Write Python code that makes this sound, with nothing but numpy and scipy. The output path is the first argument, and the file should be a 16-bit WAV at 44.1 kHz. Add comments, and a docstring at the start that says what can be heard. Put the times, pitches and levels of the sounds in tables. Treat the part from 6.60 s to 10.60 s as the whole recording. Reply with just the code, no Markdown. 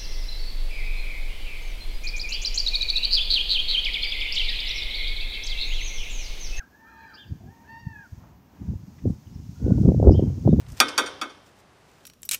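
"""Thin, arching, overlapping deer bleats carry across a wooded enclosure, and a small bird chirps.
Each bleat is a hoarse harmonic tone shaped by the throat; the bird sings with both sides of its syrinx.
The trunks echo both, along with faint scuffs on the dry ground. Gusts buffet the microphone, lightly
at first and hard near the end. Behind it all lie hissing treetops, distant air, the microphone's
own hiss and a faint camera whine."""
import sys
import numpy as np
from scipy import signal
from scipy.fft import rfft, irfft, next_fast_len
from scipy.io import wavfile
from scipy.ndimage import uniform_filter1d, minimum_filter1d, map_coordinates

SR = 44100
rng = np.random.default_rng(int(sys.argv[2]) if len(sys.argv) > 2 else 0)


def digitize_waveform(pressure):
    """Quantize a signal to 16-bit integers and store it at the path in sys.argv[1].

    Rows of a 2-D input are taken as channels; values are limited to [-1, 1].
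    """
    field = np.atleast_2d(pressure).T
    bounded = np.clip(field, -1, 1)
    quanta = np.round(bounded * 32767).astype(np.int16)
    wavfile.write(sys.argv[1], SR, quanta)


N = 176400

# Deer across the enclosure. Each row: overtone tilt in dB per octave, hoarse share, echo send in dB,
# then a contour whose points give time in seconds, pitch in Hz, relative level in dB.
DEER_CALLS = [(-2, 0.64, -1.5, [(-.02, 900, -29), (.005, 811, -46), (.035, 585, -53.5)]),
              (-24, 0.43, 4.5, [(.12, 820, -61.5), (.2, 892.4, -58.5), (.42, 905, -52), (.56, 869, -56),
              (.64, 800, -57.5)]), (16, 0.67, -1.5, [(.235, 765, -69), (.3, 817, -60.5), (.45, 840.5, -58),
              (.51, 756, -59), (.555, 588, -58.5)]), (-14, 0.47, 1.5, [(.24, 604, -70), (.29, 688, -56.5),
              (.36, 613, -66), (.49, 612, -74)]), (21.5, 0.78, 7.5, [(.36, 785, -68), (.45, 814, -65.5),
              (.58, 780, -64.5)]), (-20, 0.53, 2, [(.8, 319, -47), (.9, 402.4, -42)]),
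              (-23, 0.23, 0, [(.86, 788.5, -69), (.92, 921, -56.5), (1.03, 922.4, -57), (1.28, 929, -55),
              (1.46, 896, -60)]), (-1, .28, -8, [(1.04, 769, -66), (1.072, 869, -60), (1.09, 900, -46),
              (1.13, 906, -42.5), (1.205, 931.6, -44.5), (1.23, 917, -48.5), (1.32, 895, -46.5),
              (1.36, 849, -47), (1.43, 812, -50), (1.475, 668, -58.5)]), (-1.5, .6, 3, [(2.95, 690, -67.5),
              (3.04, 751, -69.5), (3.135, 724, -59)])]
# Resonances of the deer's throat. Each row: frequency in Hz, gain in dB.
THROAT_GAIN = [(600, -16.5), (820, -15.5), (930, -3), (1250, 1), (1650, 1.5), (1850, -5.5), (2200, -13),
               (2450, -10), (2750, -15.5), (3600, -22.5), (4200, -19.5), (4650, -14), (5100, -46),
               (5600, -12), (6500, -38)]
# The bird. Each row: start in seconds, length in seconds, top pitch in Hz, level in dB,
# arch depth as a share of the pitch, upper voice in dB against the lower.
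BIRD_NOTES = [(.429, 0.03, 2380, -54, .08, -14), (0.534, 0.035, 4850, -46.5, .1, -10),
              (0.552, .105, 3217, -50.5, .26, 2), (.671, 0.029, 4700, -64, 0.078, -4),
              (2.668, 0.0077, 3100, -59.5, 0.078, -3), (2.732, 0.038, 5260, -63, 0.1, -2.5),
              (3.504, 0.044, 5040, -49, .1, -6), (3.525, 0.085, 3207, -48.5, .17, -12),
              (3.865, 0.095, 3730, -61, 0.38, -17.5)]
# Wind at the microphone. Each row: time in seconds, gust strength in dB.
GUSTS = [(0.6, -68), (0.66, -49.5), (0.73, -33.5), (0.78, -54.5), (0.86, -39), (0.99, -64.5), (1.27, -43.5),
         (1.49, -62), (1.53, -44.5), (1.6, -46), (1.94, -64.5), (2.02, -33.5), (2.07, -43.5), (2.09, -27),
         (2.17, -37.5), (2.19, -45), (2.40, -47), (2.47, -18.5), (2.6, -52), (2.73, -42), (2.98, -43),
         (3.02, -24.5), (3.11, -18.5), (3.19, -21.5), (3.29, -12.5), (3.37, -24.5), (3.49, -7), (3.53, -18),
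         (3.64, -18.5), (3.82, -34), (3.88, -14), (3.92, -20.5), (3.94, -10.5), (3.96, -21), (4.0, -21.5)]
# The wind's low rumble and its small eddies. Each row: frequency in Hz, relative level in dB.
RUMBLE_SPECTRUM = [(22, -48), (40, -13.5), (65, -2.5), (85, -0.5), (160, -4), (260, -12), (480, -42),
                   (1000, -90)]
EDDY_SPECTRUM = [(100, -24.5), (220, 2), (330, 5), (500, -6), (750, -16.5), (1000, -28.5), (1500, -42.5),
                 (2500, -102)]
# Hard buffets right on the microphone. Each row: time in seconds, peak in dB, centre in Hz.
EDDY_HITS = [(0.725, -21, 108.5), (1.272, -20, 115), (1.531, -31, 79), (2.103, -20, 106),
             (2.16, -21.5, 81.4), (2.457, -12, 295), (2.479, -11.5, 89.3), (2.507, -18.5, 154),
             (2.763, -25, 116), (2.895, -25, 120), (3.066, -13.5, 280), (3.082, -13.5, 310),
             (3.122, -4.5, 166), (3.214, -10, 182), (3.281, -5, 202), (3.32, -13, 373), (3.347, -17, 382),
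             (3.401, -10.5, 367), (3.429, -9.5, 431), (3.473, -5, 342), (3.495, -5, 425), (3.51, -4, 252),
             (3.595, -9.5, 360), (3.626, -11, 260), (3.877, -8, 424), (3.892, -3.5, 216), (3.93, -9, 326),
             (3.944, -3.5, 131)]
# Scuffs on the ground. Each row: start in seconds, length in seconds, level in dB, centre in Hz.
GROUND_SCUFFS = [(1.581, 0.18, -62, 750), (1.82, 0.66, -78, 990), (2.381, 0.02, -59.5, 1850),
                 (2.45, 0.13, -69, 5900), (3.17, 0.077, -65.5, 6200)]
# Reverberation among the trees. Each row: frequency in Hz, seconds to fade by 60 dB.
WOODS_DECAY = [(300, 0.33), (1800, 0.78), (4000, 0.68)]
# Treetop hiss overhead. Each row: time in seconds, relative level in dB.
TREETOP_SWELL = [(0.0, -78), (1.35, -75), (1.54, -72), (1.8, -81.5), (2.08, -72.5), (2.4, -72),
                 (3.28, -65.5), (3.98, -67.5)]
# Treetops, distant air and microphone hiss. 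Each row: frequency in Hz, relative level in dB.
TREETOP_SPECTRUM = [(1000, -9.5), (2500, -6), (3800, -6), (5200, -1), (6500, 0), (7600, -8), (9500, -15),
                    (15800, -15)]
AIR_SPECTRUM = [(30, -13), (66, -4.5), (130, -18.5), (230, -6), (350, -14.5), (520, -21), (950, -18),
                (1200, -25), (2500, -31.5), (9500, -52)]
MIC_HISS_SPECTRUM = [(9500, -13), (12800, 3)]


def deer_bleats(partials=6, jitter=.004, tremor_hz=140, rasp_hz=160, edge_s=.011):
    """Hoarse harmonics pass fixed throat resonances; returns the direct sound and the echo send."""
    full_pitch_hz, dulling_db = 983, 47.5  # a strained voice is bright; tilt lost per octave below it
    out, t = np.zeros((2, N)), clock()
    for tilt_db, hoarse, echo_db, contour in DEER_CALLS:
        times, pitch, db = np.transpose(contour)
        on = (t > times[0]) & (t < times[-1])
        age = t[on] - times[0]
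        hz = np.interp(t[on], times, pitch) * (1 + jitter * wobble(tremor_hz)[on])
        phase = 2 * np.pi * np.cumsum(hz) / SR
        slope_db = tilt_db - dulling_db * np.log2(full_pitch_hz / hz).clip(0)
        level = amp(np.interp(t[on], times, db)) * gate(age, times[-1] - times[0], edge_s)
        rough = np.minimum(hoarse * (pitch.max() / hz) ** 4, 1)  # hoarser as the pitch sags
        for k in range(1, partials + 1):
            knots = rng.standard_normal((2, 500))
            in_step, across = (map_coordinates(row, [age * rasp_hz]) for row in knots)
            partial = (1 + rough * in_step) * np.sin(k * phase) + rough * across * np.cos(k * phase)
            colour_db = along(THROAT_GAIN, k * hz) + slope_db * np.log2(max(k / 2, 1))
            waver_db = wobble(13.02)[on]  # each partial swells and fades on its own
            voice = level * amp(colour_db + waver_db) * partial
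            out[:, on] += [voice, amp(echo_db) * voice]
    return out


def bird_chirps(upper_ratio=1.105, rasp_fade_s=.078):
    """The two sides of the syrinx sound arched notes at a fixed pitch ratio."""
    out, t = np.zeros(N), clock()
    for start, length, top_hz, db, arch, upper_db in BIRD_NOTES:
        rasp = .056 * np.exp(-length / rasp_fade_s)  # longer notes are purer
        on = (t > start) & (t < start + length)
        progress = (t[on] - start) / length
        hz = top_hz * (1 - arch * (2 * progress - 1) ** 2 + rasp * wobble(900)[on])
        phase = 2 * np.pi * np.cumsum(hz) / SR
        swell = np.sin(np.pi * progress)
        upper_voice = amp(upper_db) * swell ** 2 * np.sin(upper_ratio * phase)
        out[on] += amp(db) * swell * (np.sin(phase) + upper_voice)
    return out


def wind_on_microphone(strong_db=-8.5, eddy_growth=1.35):
    """Gusts drive a low rumble and lumpy eddies, which gain on the rumble as the wind rises."""
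    gust_db = curve(GUSTS)
    rumble = amp(gust_db - .5 + 2.78 * wobble(60)) * turbulence(RUMBLE_SPECTRUM, even_s=.13)
    eddies = unit(amp(5.7 * wobble(110)) * turbulence(EDDY_SPECTRUM, even_s=.039))
    eddy_db = strong_db - 10.5 + eddy_growth * (gust_db - strong_db)
    return rumble + amp(eddy_db) * eddies


def turbulence(spectrum, even_s):
    """Noise with its slow swings evened out, so that the gust can set its level."""
    x = noise(spectrum)
    window = signal.windows.hann(int(even_s * SR))
    power = np.abs(signal.fftconvolve(x * x, window / window.sum(), "same"))
    return unit(x / np.sqrt(power + 1e-3))


def buffets():
    """An eddy hitting the microphone port is one push of pressure with a suck on either side."""
    out = np.zeros(N)
    for time, db, hz in EDDY_HITS:
        spread = np.minimum((np.pi * hz * (clock() - time)) ** 2, 50)
        out += amp(db) * (1 - 2 * spread) * np.exp(-spread)
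    return out


def scuffs(width_octaves=.63):
    """Dry ground rustles in brief, grainy swells of noise."""
    out = np.zeros(N)
    for start, length, db, centre in GROUND_SCUFFS:
        band = lambda hz: np.exp(-.5 * (np.log2((hz + 1) / centre) / width_octaves) ** 2)
        grit = unit(filtered(rng.standard_normal(N), band))
        out += amp(db + 3.8 * wobble(90)) * gate(clock() - start, length, length / 2) * grit
    return out


def woods_echo(x, trunks=12, trunks_db=-8.5, latest_s=.04, tail_db=-9.5):
    """Nearby trunks throw back single echoes, and the woods add a diffuse tail."""
    hz, t, bands = signal.stft(rng.standard_normal(SR), SR, nperseg=256)
    decay = amp(-60 * t / along(WOODS_DECAY, hz)[:, None])
    tail = signal.istft(bands * decay, SR, nperseg=256)[1]
    response = amp(tail_db) * tail / np.linalg.norm(tail)
    delays = (rng.uniform(.1, 1, trunks) * latest_s * SR).astype(int)
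    response[delays] += amp(trunks_db) / np.sqrt(trunks)
    return signal.fftconvolve(x, response)[:N]


def treetops(gain_db=5.5):
    """Wind hisses through the needles overhead."""
    return amp(curve(TREETOP_SWELL) + gain_db + .6 * wobble(6.8)) * noise(TREETOP_SPECTRUM)


def distant_air(db=-58):
    """A low, wavering wash from far off."""
    return amp(db + 2.2 * wobble(7.37)) * noise(AIR_SPECTRUM)


def equipment_noise(hiss_db=-72.5, whine_db=-78, whine_hz=14002, pulse_hz=12):
    """The microphone hisses steadily and the camera adds a faint, pulsing whine."""
    pulsing = np.clip(.5 + 2 * np.sin(2 * np.pi * pulse_hz * clock()), 0, 1)
    whine = amp(whine_db) * np.sqrt(2) * pulsing * np.sin(2 * np.pi * whine_hz * clock())
    return amp(hiss_db) * noise(MIC_HISS_SPECTRUM) + whine


def amp(db):
    return 10 ** (np.asarray(db) / 20)


def unit(x):
    """Scale to rms 1."""
    return x / np.sqrt(np.mean(x ** 2) + 1e-20)


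def along(points, hz):
    """Interpolate (Hz, value) points on a log frequency axis."""
    freqs, values = np.transpose(points)
    return np.interp(np.log(hz + 1), np.log(freqs + 1), values)


def clock():
    return np.arange(N) / SR


def curve(points):
    """Interpolate (seconds, value) points at every sample."""
    return np.interp(clock(), *np.transpose(points))


def wobble(rate):
    """A smooth random curve with `rate` knots a second."""
    return map_coordinates(rng.standard_normal(N // 4), [clock() * rate], mode="wrap")


def filtered(x, response):
    """Apply a gain given as a function of Hz."""
    size = next_fast_len(N + SR // 2)
    return irfft(rfft(x, size) * response(np.fft.rfftfreq(size, 1 / SR)), size)[:N]


def noise(spectrum):
    """Coloured noise of rms 1."""
    return unit(filtered(rng.standard_normal(N), lambda hz: amp(along(spectrum, hz))))


def gate(t, length, edge_s):
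    """Smooth rise, hold and fall."""
    rise = np.sin(np.pi / 2 * np.clip(t / edge_s, 0, 1))
    fall = np.sin(np.pi / 2 * np.clip((length - t) / edge_s, 0, 1))
    return rise * fall


def scene():
    """The enclosure from one microphone standing in the wind."""
    bleats, bleats_to_trunks = deer_bleats()
    small_sounds = bird_chirps() + scuffs()
    echo = woods_echo(bleats_to_trunks + small_sounds)
    wind = wind_on_microphone() + buffets()
    background = treetops() + distant_air() + equipment_noise()
    return (bleats + small_sounds + echo + wind + background)[None]


def record(dry, low_cut_hz=42.3, ceiling=.95, look_ahead_s=.006, top_hz=15750):
    """The microphone sheds deep bass, a limiter holds the hardest buffets, and the top treble is cut."""
    x = filtered(dry[0], lambda hz: hz ** 4 / np.hypot(hz ** 4, low_cut_hz ** 4))
    size = int(look_ahead_s * SR)
    safe_gain = ceiling / np.maximum(np.abs(x), ceiling)
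    gain = uniform_filter1d(minimum_filter1d(safe_gain, 2 * size), size)
    return filtered(x * gain, lambda hz: hz < top_hz)[None]


dry = scene()
out = record(dry)
digitize_waveform(out)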